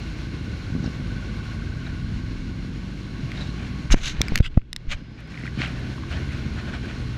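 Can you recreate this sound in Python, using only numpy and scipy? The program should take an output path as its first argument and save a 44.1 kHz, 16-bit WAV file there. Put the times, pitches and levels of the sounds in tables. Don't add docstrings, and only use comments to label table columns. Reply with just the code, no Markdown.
import sys
import numpy as np
from scipy import signal
from scipy.fft import rfft, irfft
from scipy.io import wavfile
from scipy.ndimage import uniform_filter1d

SR = 44100
rng = np.random.default_rng(int(sys.argv[2]) if len(sys.argv) > 2 else 0)


def convert_level_to_amplitude(level_db):
    exponent = np.asarray(level_db, float) / 20
    return 10 ** exponent


def pcm_store(signal):
    levels = np.round(np.clip(np.atleast_2d(signal), -1, 1) * 32767)
    wavfile.write(sys.argv[1], SR, levels.astype(np.int16).T)


N = 316197

CYLINDER_LEVELS = [0, -11.5, 2, -1]
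# time in seconds, firing rate in Hz.
FOUR_SPEED = [(0, 51.5), (1, 50.8), (2.1, 52), (2.6, 49.5), (3.1, 52), (3.8, 62), (5.2, 60), (5.6, 62.8),
              (5.85, 61.5), (6.1, 68), (6.55, 69), (6.8, 62), (7.17, 60)]
# time in seconds, exhaust level in dB.
THROTTLE = [
    (0, -28.5),
    (.5, -40),
    (1, -29),
    (3.9, -31),
    (5.3, -34.5),
    (5.65, -29.5),
    (5.95, -31),
    (6.15, -26),
    (6.6, -29.5),
]
# frequency in Hz, level in dB.
SILENCER = [(25, -24.5), (50, 2.5), (70, -4), (90, -9), (125, -3.5), (170, -14), (250, -15.5), (330, -16.5),
            (420, -30.5), (800, -46.5), (3000, -60), (16000, -110)]
# time in seconds, firing note in dB, its octave in dB.
FOUR_NOTE = [(0, -37, -54), (1, -41, -41), (2.1, -35, -44), (2.7, -41, -48), (3.2, -34, -49.5),
             (3.8, -41, -52), (3.95, -55, -57.5), (5.35, -56, -48), (5.65, -40, -34.5), (5.9, -47, -39),
             (6.05, -45, -45), (6.4, -35, -39.5), (6.6, -36, -43.5), (6.9, -46, -51), (7.02, -44, -33.5),
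             (7.17, -42, -34)]
# time in seconds, cycle rate in Hz.
TWIN_SPEED = [(0, 13.8), (.3, 14.1), (.61, 15.05), (.72, 15.4), (1.05, 16.3), (1.49, 18), (1.64, 19.2),
              (1.84, 20.7), (2.03, 20.9), (2.14, 20.7), (2.31, 21.2), (2.6, 22.6), (2.9, 24.2), (3.1, 24),
              (3.3, 22.8), (3.8, 24)]
# time in seconds, exhaust level in dB.
TWIN_LEVEL = [
    (0, -35),
    (.4, -24.5),
    (.8, -47),
    (1.1, -29),
    (1.65, -45),
    (1.9, -34),
    (2.3, -33),
    (3.8, -36),
    (3.9, -58),
]
# frequency in Hz, level in dB.
TWIN_EXHAUST = [(25, -40), (50, -2.5), (120, -0.5), (250, -8), (330, -5.5), (420, -29), (800, -48.5),
                (3000, -65), (16000, -110)]
# multiple of the cycle rate, level in dB.
TWIN_ORDERS = [(3, -47), (4, -39.5), (5, -44), (6, -40.5), (7, -45.5), (8, -42), (10, -46.5), (12, -44),
               (16, -51.5), (20, -56.5), (24, -55)]
# time in seconds, gain in dB.
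TWIN_HUM_GAIN = [(0, -3), (.9, 0), (1.5, -2.5), (2.1, 3), (2.8, -0.5), (3.3, -4.5), (3.85, -2.5),
                 (3.95, -44)]
# time in seconds, buffeting in dB.
GUSTS = [(0, -26.5), (.54, -29), (.77, -28), (1.05, -27.5), (1.6, -29.5), (2.4, -32), (3.35, -29.5),
         (3.86, -29.5), (3.92, -34.5), (4.2, -27.5), (4.36, -26.5), (4.6, -30.5), (5.25, -34), (5.74, -27),
         (6.04, -27.5), (6.2, -25.5), (6.78, -26.5), (7.17, -27)]
# frequency in Hz, level in dB per Hz.
BUFFET_TONE = [(5, -2), (15, -12), (30, -5.5), (60, -0.5), (250, -5.5), (400, -17.5), (800, -33.5),
               (1500, -43.5)]
# frequency in Hz, level in dB per Hz.
HISS_TONE = [(400, 1.5), (850, -2), (1300, -2.5), (2000, 0), (4300, -5), (5000, -9), (7000, -16),
             (8400, -25.5), (13500, -34.5), (15200, -38), (15800, -65)]
# frequency in Hz, width in Hz, level in dB.
HOUSING = [(1107, 64, -7), (1507, 130, -4), (2180, 170, -10), (2750, 200, -13), (4150, 300, -13),
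           (5500, 220, -20), (6500, 130, -26), (9430, 300, -30)]
# time in seconds, loss in dB.
COVER = [
    (4.38, -5.5),
    (4.46, -30),
    (4.52, -16),
    (4.614, -26),
    (4.77, -18),
    (4.96, -8.5),
    (5.08, -11.5),
    (5.3, -6.5),
    (5.55, -6),
]
# time in seconds, peak in dB, pitch in Hz.
SLAPS = [(0.675, -18, 131), (0.702, -17.5, 153), (0.721, -17, 119), (0.737, -17, 130), (0.751, -11, 200),
         (0.763, -12.5, 203), (.774, -17, 170), (0.783, -19, 199), (0.801, -16, 131), (0.827, -14, 178),
         (.840, -17, 230), (.844, -26, 630), (.860, -16, 198), (0.876, -25, 556), (0.875, -14.5, 174),
         (1.162, -17, 108), (1.764, -18, 110), (2.005, -19, 116), (2.648, -15, 173), (5.438, -20, 244),
         (5.574, -16.5, 205), (6.84, -19.5, 270), (6.87, -21.5, 280), (7.0, -22.5, 250), (3.235, -15, 120),
         (3.25, -16.5, 125), (3.36, -22, 135), (3.49, -21, 149), (3.42, -20, 149), (3.471, -25, 150.2),
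         (5.587, -15, 140), (5.602, -15, 238)]
# middle and length in seconds, level in dB, hollow in Hz, its low part in dB.
RUSTLES = [(0.856, 0.066, -42, 4270, -4), (1.872, 0.084, -48.5, 2330, 0.5), (3.33, 0.14, -47.5, 2300, -6),
           (3.415, 0.1, -41, 3800, -3), (3.483, 0.057, -49, 3800, -8), (3.62, 0.15, -46, 2500, -1),
           (5.199, 0.052, -50, 2470, -1), (5.383, 0.21, -46.5, 2170, -4), (5.464, 0.04, -42, 1940, -12),
           (5.63, 0.097, -32.5, 2560, -4), (5.787, 0.33, -54, 2310, 5.5), (6.129, 0.06, -37.5, 2760, -1.5),
           (6.176, 0.064, -44, 2200, -3), (6.332, 0.055, -39.5, 2400, -6), (6.385, 0.045, -48, 2420, 1),
           (6.592, 0.055, -44.5, 2460, 4), (6.683, 0.069, -43.5, 2700, 1), (6.748, 0.06, -39.5, 2600, 2),
           (6.85, 0.045, -43, 2600, 0), (6.903, 0.052, -41, 2500, -0.5), (6.95, 0.037, -47.5, 2300, -1)]
# middle and length in seconds, level in dB, hollow in Hz, bright part in dB.
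RUBS = [
    (3.927, 0.023, -22, 2870, 6.5),
    (3.978, 0.05, -39.5, 2450, -3),
    (4.071, 0.094, -29, 3540, 1),
    (4.166, 0.12, -54, 2380, -5),
    (4.253, 0.18, -46, 2320, -16),
    (4.36, 0.035, -36.5, 2360, -20),
    (3.911, 0.011, -33, 2400, 2),
    (4.554, 0.04, -55.5, 2520, -19),
    (4.92, 0.045, -29, 2750, -7.5),
]
# frequency in Hz, level in dB.
CASE_TONE = [(300, -30), (600, -2.5), (1000, 2.5), (1600, 6.5), (7000, -8.5), (8500, -11), (12000, -20.5),
             (15000, -27)]
# time in seconds, peak in dB, pitch in Hz.
SQUEAKS = [(0.8412, -38, 5700), (0.8612, -39, 4250), (0.8612, -40, 5400), (1.8468, -45, 3900),
           (1.8652, -39, 3850), (3.3747, -36, 3770), (3.388, -42, 4000), (3.409, -36, 3840),
           (3.415, -35, 3950), (3.424, -33.5, 3880), (3.4724, -38, 3870), (3.5004, -40, 4200),
           (4.3405, -54, 11500), (4.3645, -49, 11500), (4.386, -41, 11500)]
# time in seconds, peak in dB, pitch in Hz.
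CREAKS = [(3.409, -36, 615), (3.474, -47, 640), (4.447, -28, 2110), (4.454, -36, 1410),
          (4.462, -21.5, 2900), (4.594, -50, 2700), (5.628, -22, 2750), (5.660, -25, 2750),
          (5.98, -36, 1090), (6.035, -33, 1100), (6.21, -35, 2150), (6.29, -35, 2150), (6.1115, -34, 1360),
          (6.1234, -30, 1520), (6.128, -30, 2800), (6.308, -31, 2060), (6.6742, -32, 1450),
          (6.736, -32, 1454), (6.8473, -33, 1580), (5.3432, -32, 2300), (5.3757, -27.5, 2100),
          (5.436, -30, 2090), (5.4545, -30, 1500), (5.466, -29, 2300), (5.4769, -24.5, 1970),
          (5.5238, -42, 1540), (5.546, -41, 1540), (5.6030, -34, 1400), (5.6371, -27, 1540),
          (5.640, -27, 2420), (5.648, -26, 2080), (5.656, -34, 1520), (5.669, -29, 2080)]
# start and length in seconds, first and last Hz, level in dB.
WHISTLES = [
    (1.15, .5, 1105, 1095, -60),
    (3.1, .8, 1110, 1105, -54.5),
    (4.96, .23, 5050, 4950, -64.5),
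    (5.24, .03, 5020, 5030, -60),
    (5.295, .03, 5080, 5140, -56),
    (5.36, .13, 5350, 5300, -61),
]
# time in seconds, pitch in Hz, level in dB.
LEAVING_BIKE = [
    (3.15, 122, -65),
    (3.25, 125, -36),
    (3.35, 132.1, -40),
    (3.48, 148, -35),
    (3.6, 146, -44),
    (3.7, 140, -65),
]
# time in seconds, pitch in Hz, level in dB.
WAITING_BIKE = [
    (4.6, 163.3, -70.5),
    (4.75, 163.3, -50.5),
    (5.2, 157.3, -45),
    (5.4, 162.6, -41.5),
    (5.85, 165.3, -37),
    (6.0, 163, -60),
]
# time in seconds, pitch in Hz, level in dB.
FAR_BIKE = [
    (5.5, 76, -62),
    (5.75, 78.5, -64),
    (6.15, 85.75, -25.5),
    (6.5, 85.4, -38),
    (7.17, 92.7, -43),
]
# time in seconds, peak in dB, ring in Hz, top in dB.
CLICKS = [(3.318, -23.5, 1900, -31), (3.9039, -18.5, 1620, -50), (3.944, -16.5, 1580, -36),
          (4.216, -12, 3720, -19), (4.2834, -28, 2300, -24), (4.3205, -29, 1300, -50),
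          (4.357, -12, 2520, -21.5), (4.377, -18, 2500, -22), (4.387, -24, 2520, -23),
          (4.406, -27, 3600, -26), (4.5441, -40, 2390, -43), (4.594, -46, 2700, -32),
          (4.5754, -29, 1500, -32), (4.6165, -41, 1700, -45), (4.4022, -26, 1600, -55),
          (5.6181, -12, 2300, -45)]
# time in seconds, pressure, rise in ms, fall in ms.
PUSHES = [(3.902, 0.24, 3.3, 4), (3.912, -0.28, 1.3, 4.2), (3.925, 0.91, 5.5, 13), (3.934, -0.35, 5.4, 21),
          (3.940, -0.48, 1.4, 0.62), (3.943, -0.77, 0.33, 1.1), (3.95, -0.3, 7.5, 6.8),
          (4.192, -0.21, 6.6, 3), (4.2081, -0.39, 0.47, 2.2), (4.322, -0.17, 1.4, 0.43),
          (4.338, -0.38, 14.6, 15), (4.4038, -0.33, 0.6, 1.9), (4.4056, -1.1, 1.1, 1.77),
          (4.408, -0.28, 1.5, 2.8), (4.5738, -0.23, 2.7, 1.6), (4.5757, -1.96, 0.97, 1.27),
          (4.887, 0.21, 8.3, 17), (4.952, -0.14, 5, 3.8)]
# time in seconds, level in dB.
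SQUEEZE = [
    (3.95, -60),
    (4.034, -29.5),
    (4.4, -37),
    (4.47, -27),
    (4.62, -45.5),
    (4.828, -37),
    (5.05, -46),
]
# time in seconds, peak
# in dB.
FIBRE_TICKS = [
    (4.196, -51),
    (4.3004, -48),
    (4.351, -52.5),
               (5.1892, -68), (5.206, -47), (5.2503, -61), (5.2755, -55), (5.3379, -59), (5.3618, -58),
              (5.3753, -57), (5.3953, -50), (5.4242, -52), (5.4611, -47), (5.5863, -50), (5.6178, -53),
              (5.6178, -45), (5.6741, -44),
               (5.7173, -55), (5.7966, -52), (5.9647, -53), (6.1164, -46), (6.2606, -55), (6.3235, -42),
                (6.6958, -50), (6.8558, -48), (6.8812, -50)]
# (time in seconds, peak in dB), then rows of Hz, dB, t60 in seconds.
SNAPS = [
    ((4.2158, -3.5), [(1443, -14.5, .01), (2270, -5, 0.0076), (3500, 0.5, 0.0068), (4452, -12.5, 0.0092), (5580, -1.5, .0052), (7740, -8.5, .005), (9572, -14, 0.0035), (12480, -13.5, 0.0029), (15000, -24, .003)]),
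    ((4.2832, -16), [(2230, 0.5, .006), (5000, -3, 0.0066), (7817, -13, .006), (11800, -24, .005)]),
    ((4.3568, -7), [(1970, -4, 0.0072), (2700, 4.5, .004), (3400, -3, .004), (4240, -3.5, 0.0056), (6300, -8.5, 0.0046), (8300, -15, .005), (9512, -16, .004), (11800, -11, 0.0034), (13800, -15, .003)]),
    ((4.3762, -13.5), [(2030, -5, .012), (3000, 3, .007), (4280, -7, .01), (6400, -14, .006), (8376, -18, .006), (11490, -18, .005), (14000, -20, .005)]),
]
# time in seconds, level in dB.
SCRAPE = [
    (4.419, -70),
    (4.428, -44),
    (4.445, -35.5),
    (4.463, -33),
    (4.47, -41),
    (4.479, -42),
    (4.49, -70.5),
]
# frequency in Hz, width in Hz, level in dB.
SCRAPE_HOLLOWS = [(1560, 430, -4.5), (2050, 500, -4), (2750, 800, 1.5), (3230, 270, -6.5),
                  (4600, 500, -12.5), (7200, 1300, -19)]
# frequency in Hz, level in dB, t60 in seconds.
BUTTON_MODES = [(1300, -22, 0.011), (1970, -4.5, 0.0089), (2980, -10, 0.0078), (3780, 7.5, 0.0037),
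                (5150, 1, 0.0056), (7300, -16, 0.0093), (8350, -14, 0.0086), (9400, -5.5, 0.0035),
                (10700, -11, 0.0037), (12830, -19, .005)]
# time in seconds, peak in dB.
PRESSES = [
    (4.7300, -16.5),
    (4.7628, -16.5),
]


def columns(rows):
    s, *cols = np.transpose(rows)
    return [np.interp(np.arange(N) / SR, s, c) for c in cols]


def unit(x):
    return x / np.sqrt(np.mean(x ** 2))


def gain_db(hz, points):
    return np.interp(np.log(hz), np.log([p[0] for p in points]), [p[1] for p in points])


def colour(x, points):
    hz = np.maximum(np.linspace(0, SR / 2, num=4097), 1)
    cep = irfft(np.log(convert_level_to_amplitude(gain_db(hz, points))))
    cep[1:4096] *= 2
    cep[4097:] = 0
    response = irfft(np.exp(rfft(cep)))
    return signal.fftconvolve(x, response)[:len(x)]


def ring(x, hz, width):
    return signal.lfilter(*signal.iirpeak(hz, hz / width, fs=SR), x)


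def steep(x, hz, width):
    return ring(ring(x, hz, width), hz, width)


def walk(rate):
    k = int(SR / rate)
    held = np.repeat(rng.standard_normal(N // k + 1), k)
    return 1.33 * uniform_filter1d(uniform_filter1d(held, k), k)[:N]


def waver(x):
    delay_s = .0009
    return np.interp(np.arange(N) + delay_s * SR * walk(12), np.arange(N), x)


def cover():
    return columns(COVER)[0]


def firings(phase, pattern_db, scatter_db):
    at = np.flatnonzero(np.diff(np.floor(phase)))
    scatter = scatter_db * rng.standard_normal(N // 100)[:len(at)]
    pulses = np.zeros(N)
    pulses[at] = convert_level_to_amplitude(np.resize(pattern_db, len(at)) + scatter)
    return pulses


def clatter(cycle, steady):
    turn = cycle % 1 / .12
    knock = 30 * firings(cycle, [0], 1.5)
    puff = steady + turn * np.exp(1 - turn)
    burst = knock + puff * convert_level_to_amplitude(walk(25)) * rng.standard_normal(N)
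    rattle = steep(burst, 1490, 85) + .5 * steep(np.roll(burst, 200), 1565, 85)
    rattle = rattle + .17 * steep(np.roll(burst, 500), 2170, 160)
    return unit(rattle + .3 * steep(np.roll(burst, 1300), 1105, 100))


def four():
    (hz,), (db,) = columns(FOUR_SPEED), columns(THROTTLE)
    phase = np.cumsum(hz * (1 + .008 * walk(30))) / SR
    pipe = unit(colour(firings(phase, CYLINDER_LEVELS, 2.2), SILENCER))
    clatter_db = -41.5 + 1.4 * np.minimum(hz - 65.3, 0) + 1.5 * cover()
    valves = waver(clatter(phase / len(CYLINDER_LEVELS), 0.8))
    note = 0
    for k, level_db in enumerate(columns(FOUR_NOTE), start=1):
        note = note + convert_level_to_amplitude(level_db) * np.sin(2 * np.pi * k * phase)
    engine_share = 0.97
    return convert_level_to_amplitude(db + engine_share * cover()) * pipe + convert_level_to_amplitude(clatter_db) * valves + note


def hum(phase, hz):
    total, top_hz, waver_db = 0, 325, 1.5
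    for k, db in TWIN_ORDERS:
        level = convert_level_to_amplitude(db + waver_db * walk(4.15)) / (1 + (k * hz / top_hz) ** 6)
        total = total + level * np.sin(2 * np.pi * k * phase + k * k)
    return convert_level_to_amplitude(columns(TWIN_HUM_GAIN)[0] + 2.5) * total


def twin():
    (hz,), (db,) = columns(TWIN_SPEED), columns(TWIN_LEVEL)
    second_gap, second_db = 0.3804, -6
    abreast_s, clatter_s = 1.5, 1.407
    since = np.arange(N) / SR - abreast_s
    clatter_db = -46.5 + np.minimum(4.5 * since, -10.5 * since)
    phase = np.cumsum(hz * (1 + .004 * walk(15))) / SR
    phase -= phase[int(clatter_s * SR)]
    pulses = firings(phase - .1, [0], 1.5) + firings(phase - .1 - second_gap, [second_db], 1.5)
    pipe = unit(colour(pulses, TWIN_EXHAUST))
    valves = waver(clatter(phase + 0.16, 0.05))
    return convert_level_to_amplitude(db - 7.0) * pipe + hum(phase, hz) + convert_level_to_amplitude(clatter_db) * valves


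def bands(points, shared_db, own_db, rate):
    out, swell = 0, shared_db * walk(rate)
    octaves = np.log2(points[-1][0] / points[0][0])
    for hz in points[0][0] * 2 ** np.arange(0, octaves, .5):
        sos = signal.butter(2, [hz / 2 ** .25, hz * 2 ** .25], "band", fs=SR, output="sos")
        out = out + convert_level_to_amplitude(swell + own_db * walk(rate)) * signal.sosfilt(sos, rng.standard_normal(N))
    return unit(colour(out, points))


def housing(x):
    return x + sum(convert_level_to_amplitude(db - gain_db(hz, HISS_TONE) + 6.0) * ring(x, hz, w) for hz, w, db in HOUSING)


def wind():
    (gust_db,), loss_db = columns(GUSTS), cover()
    bass_share, top_share, top_hz = 0.74, 0.89, 7100
    buffet = bands(BUFFET_TONE, 1.2, 1.6, 30)
    hiss = unit(housing(bands(HISS_TONE, 0.75, 0.63, 30)))
    dull = signal.sosfilt(signal.butter(2, top_hz, fs=SR, output="sos"), hiss)
    shade_db = -5.5 * (np.digitize(np.arange(N) / SR, (3.9, 5.3)) == 1)
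    hiss = convert_level_to_amplitude(loss_db) * dull + convert_level_to_amplitude(top_share * loss_db + shade_db) * (hiss - dull)
    hiss_db = -43 + 0.66 * (gust_db + 34.5)
    return convert_level_to_amplitude(gust_db - 1.0 + bass_share * loss_db) * buffet + convert_level_to_amplitude(hiss_db) * hiss


def slaps():
    out, t = np.zeros(N), np.arange(SR // 30) / SR
    for s, db, hz in SLAPS:
        i = int(s * SR)
        swell = t * hz * np.exp(-t * hz / 0.37)
        out[i:i + len(t)] += convert_level_to_amplitude(db + 14.5) * np.sin(2 * np.pi * hz * t) * swell
    return out


def rubs():
    grain = rng.standard_normal(N) * convert_level_to_amplitude(2.0 * walk(300))
    hollows = [1900, 2400, 3000, 3800, 4800]
    bodies = [unit(steep(grain, f, .27 * f)) for f in hollows]
    low = unit(steep(grain, 1650, 1330) + 2.5 * steep(grain, 590, 363))
    broad = unit(steep(grain, 3120, 3800))
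    top = steep(grain, 5740, 2760) + 0.63 * steep(grain, 6240, 700)
    top = unit(top + 0.62 * steep(grain, 4070, 2400) + 0.31 * steep(grain, 9200, 6600))
    strokes = [(*r, -23) for r in RUSTLES]
    for s, length, db, hz, top_db in RUBS:
        low_db = -6 - 20.5 * np.log2(hz / 2400)
        strokes.append((s, length, db, hz, low_db, top_db))
    out = np.zeros(N)
    for s, length, db, hz, low_db, top_db in strokes:
        at = np.arange(int((s - length) * SR), int((s + length) * SR))
        swell_db = db - 11 * (2 * (at / SR - s) / length) ** 2
        body = sum(np.exp(-(np.log(hz / f) / .22) ** 2) * b[at] for f, b in zip(hollows, bodies))
        mix = 0.49 * body + 0.68 * broad[at] + convert_level_to_amplitude(low_db) * low[at] + convert_level_to_amplitude(top_db) * top[at]
        out[at] += convert_level_to_amplitude(swell_db) * mix
    return out


def slips(rows, cycles):
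    out, t = np.zeros(N), np.arange(SR // 20) / SR
    for s, db, hz in rows:
        i = int(s * SR)
        x = t * hz / cycles * 2
        out[i:i + len(t)] += convert_level_to_amplitude(db) * x * np.exp(1 - x) * np.sin(2 * np.pi * hz * t)
    return out


def squeaks():
    return slips(SQUEAKS, 13)


def whistle():
    out, t = 0, np.arange(N) / SR
    breath_db, waver_hz, fade_s = 1.8 * walk(40), 20 * walk(150), 0.055
    for s, length, first_hz, last_hz, db in WHISTLES:
        hz = np.interp(t, [s, s + length], [first_hz, last_hz])
        fade = np.clip(np.minimum(t - s, s + length - t) / fade_s + .5, 0, 1)
        out = out + fade * convert_level_to_amplitude(db + breath_db) * np.sin(2 * np.pi * np.cumsum(hz + waver_hz) / SR)
    return out


def heave():
    middle_s, length_s = 2.28, 0.55
    swell = np.exp(-((np.arange(N) / SR - middle_s) / length_s) ** 2)
    return convert_level_to_amplitude(-37) * swell * unit(steep(rng.standard_normal(N), 33, 25))


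def other_bikes():
    out, waver_db = 0, 1.8 * walk(6)
    for hz, db in map(columns, (LEAVING_BIKE, WAITING_BIKE, FAR_BIKE)):
        out = out + convert_level_to_amplitude(db - 0.5 + waver_db) * np.sin(2 * np.pi * np.cumsum(hz) / SR)
    return out


def clicks():
    out, t = np.zeros(N), np.arange(SR // 40) / SR
    t60_s, rise_s = 0.0096, 0.0011
    for s, db, hz, top_db in CLICKS:
        crackle = rng.standard_normal(len(t)) * np.exp(-np.log(1000) * t / t60_s)
        crack = 5.1 * (t == 0) + crackle * np.minimum(t / rise_s, 1)
        body = steep(crack, hz, 1.1 * hz) + .5 * steep(crack, 2200, 930)
        body = signal.lfilter(*signal.butter(2, [0.38 * hz, 1.74 * hz], "band", fs=SR), body)
        top = steep(crack, 5800, 8200) + 4.1 * steep(crack, 5350, 2600)
        both = body / np.abs(body).max() + convert_level_to_amplitude(top_db + 21.0) * top / np.abs(top).max()
        i = int(s * SR)
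        out[i:i + len(t)] += convert_level_to_amplitude(db + 1.0) * both
    return out


def creaks():
    return slips(CREAKS, 3.6)


def pushes():
    db, = columns([(3.9, -90), *SQUEEZE, (5.1, -90)])
    out = convert_level_to_amplitude(db) * unit(ring(ring(rng.standard_normal(N), 14, 14), 20, 110))
    ms = np.arange(-2000, 2000) * 1000 / SR
    for s, size, rise_ms, fall_ms in PUSHES:
        i = int(s * SR)
        side_ms = np.where(ms < 0, rise_ms, fall_ms)
        out[i - 2000:i + 2000] += size * np.exp(-np.abs(ms / side_ms) ** 1.6)
    return out


def ticks():
    out, t = np.zeros(N), np.arange(SR // 200) / SR
    t60_s = .005
    for s, db in FIBRE_TICKS:
        burst = rng.standard_normal(len(t)) * np.exp(-np.log(1000) * t / t60_s)
        snap = steep(burst, 9300, 3600)
        i = int(s * SR)
        out[i:i + len(t)] += convert_level_to_amplitude(db - 1.0) * snap / np.abs(snap).max()
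    return out


def shell_ring(modes):
    t = np.arange(SR // 40) / SR
    shell = sum(convert_level_to_amplitude(db - 60 * t / t60) * np.sin(2 * np.pi * hz * t) for hz, db, t60 in modes)
    shell = shell * (1 - np.exp(-t * 1000 / 0.29))
    return shell / np.abs(shell).max()


def shell_blows(blows):
    out = np.zeros(N)
    for (s, db), modes in blows:
        shell = shell_ring(modes)
        i = int(s * SR)
        out[i:i + len(shell)] += convert_level_to_amplitude(db) * shell
    return out


def snaps():
    return shell_blows(SNAPS)


def scrape():
    grain = rng.standard_normal(N) * convert_level_to_amplitude(2 * walk(400))
    hollows = sum(convert_level_to_amplitude(db) * unit(steep(grain, hz, w)) for hz, w, db in SCRAPE_HOLLOWS)
    return convert_level_to_amplitude(columns(SCRAPE)[0]) * unit(hollows)


def button():
    return shell_blows([(press, BUTTON_MODES) for press in PRESSES])


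def scene():
    road = four() + twin() + wind() + slaps() + whistle() + heave() + other_bikes()
    leather = colour(rubs(), CASE_TONE) + squeaks() + creaks()
    touch = leather + clicks() + pushes() + ticks() + snaps() + scrape() + button()
    return (road + touch)[None]


def roll_off(x):
    return signal.sosfilt(signal.butter(12, 16500, fs=SR, output="sos"), x)


def record(dry):
    leak_s, overload, top_hz = .0095, 1.2, 15900
    keep = np.exp(-1 / (leak_s * SR))
    x = signal.lfilter([1, -1], [1, -keep], np.clip(dry, -overload, overload))
    x = signal.sosfilt(signal.ellip(8, .3, 60, top_hz, fs=SR, output="sos"), x)
    mix = np.clip(x, -1, 1)
    return roll_off(mix)


dry = scene()
out = record(dry)
pcm_store(out)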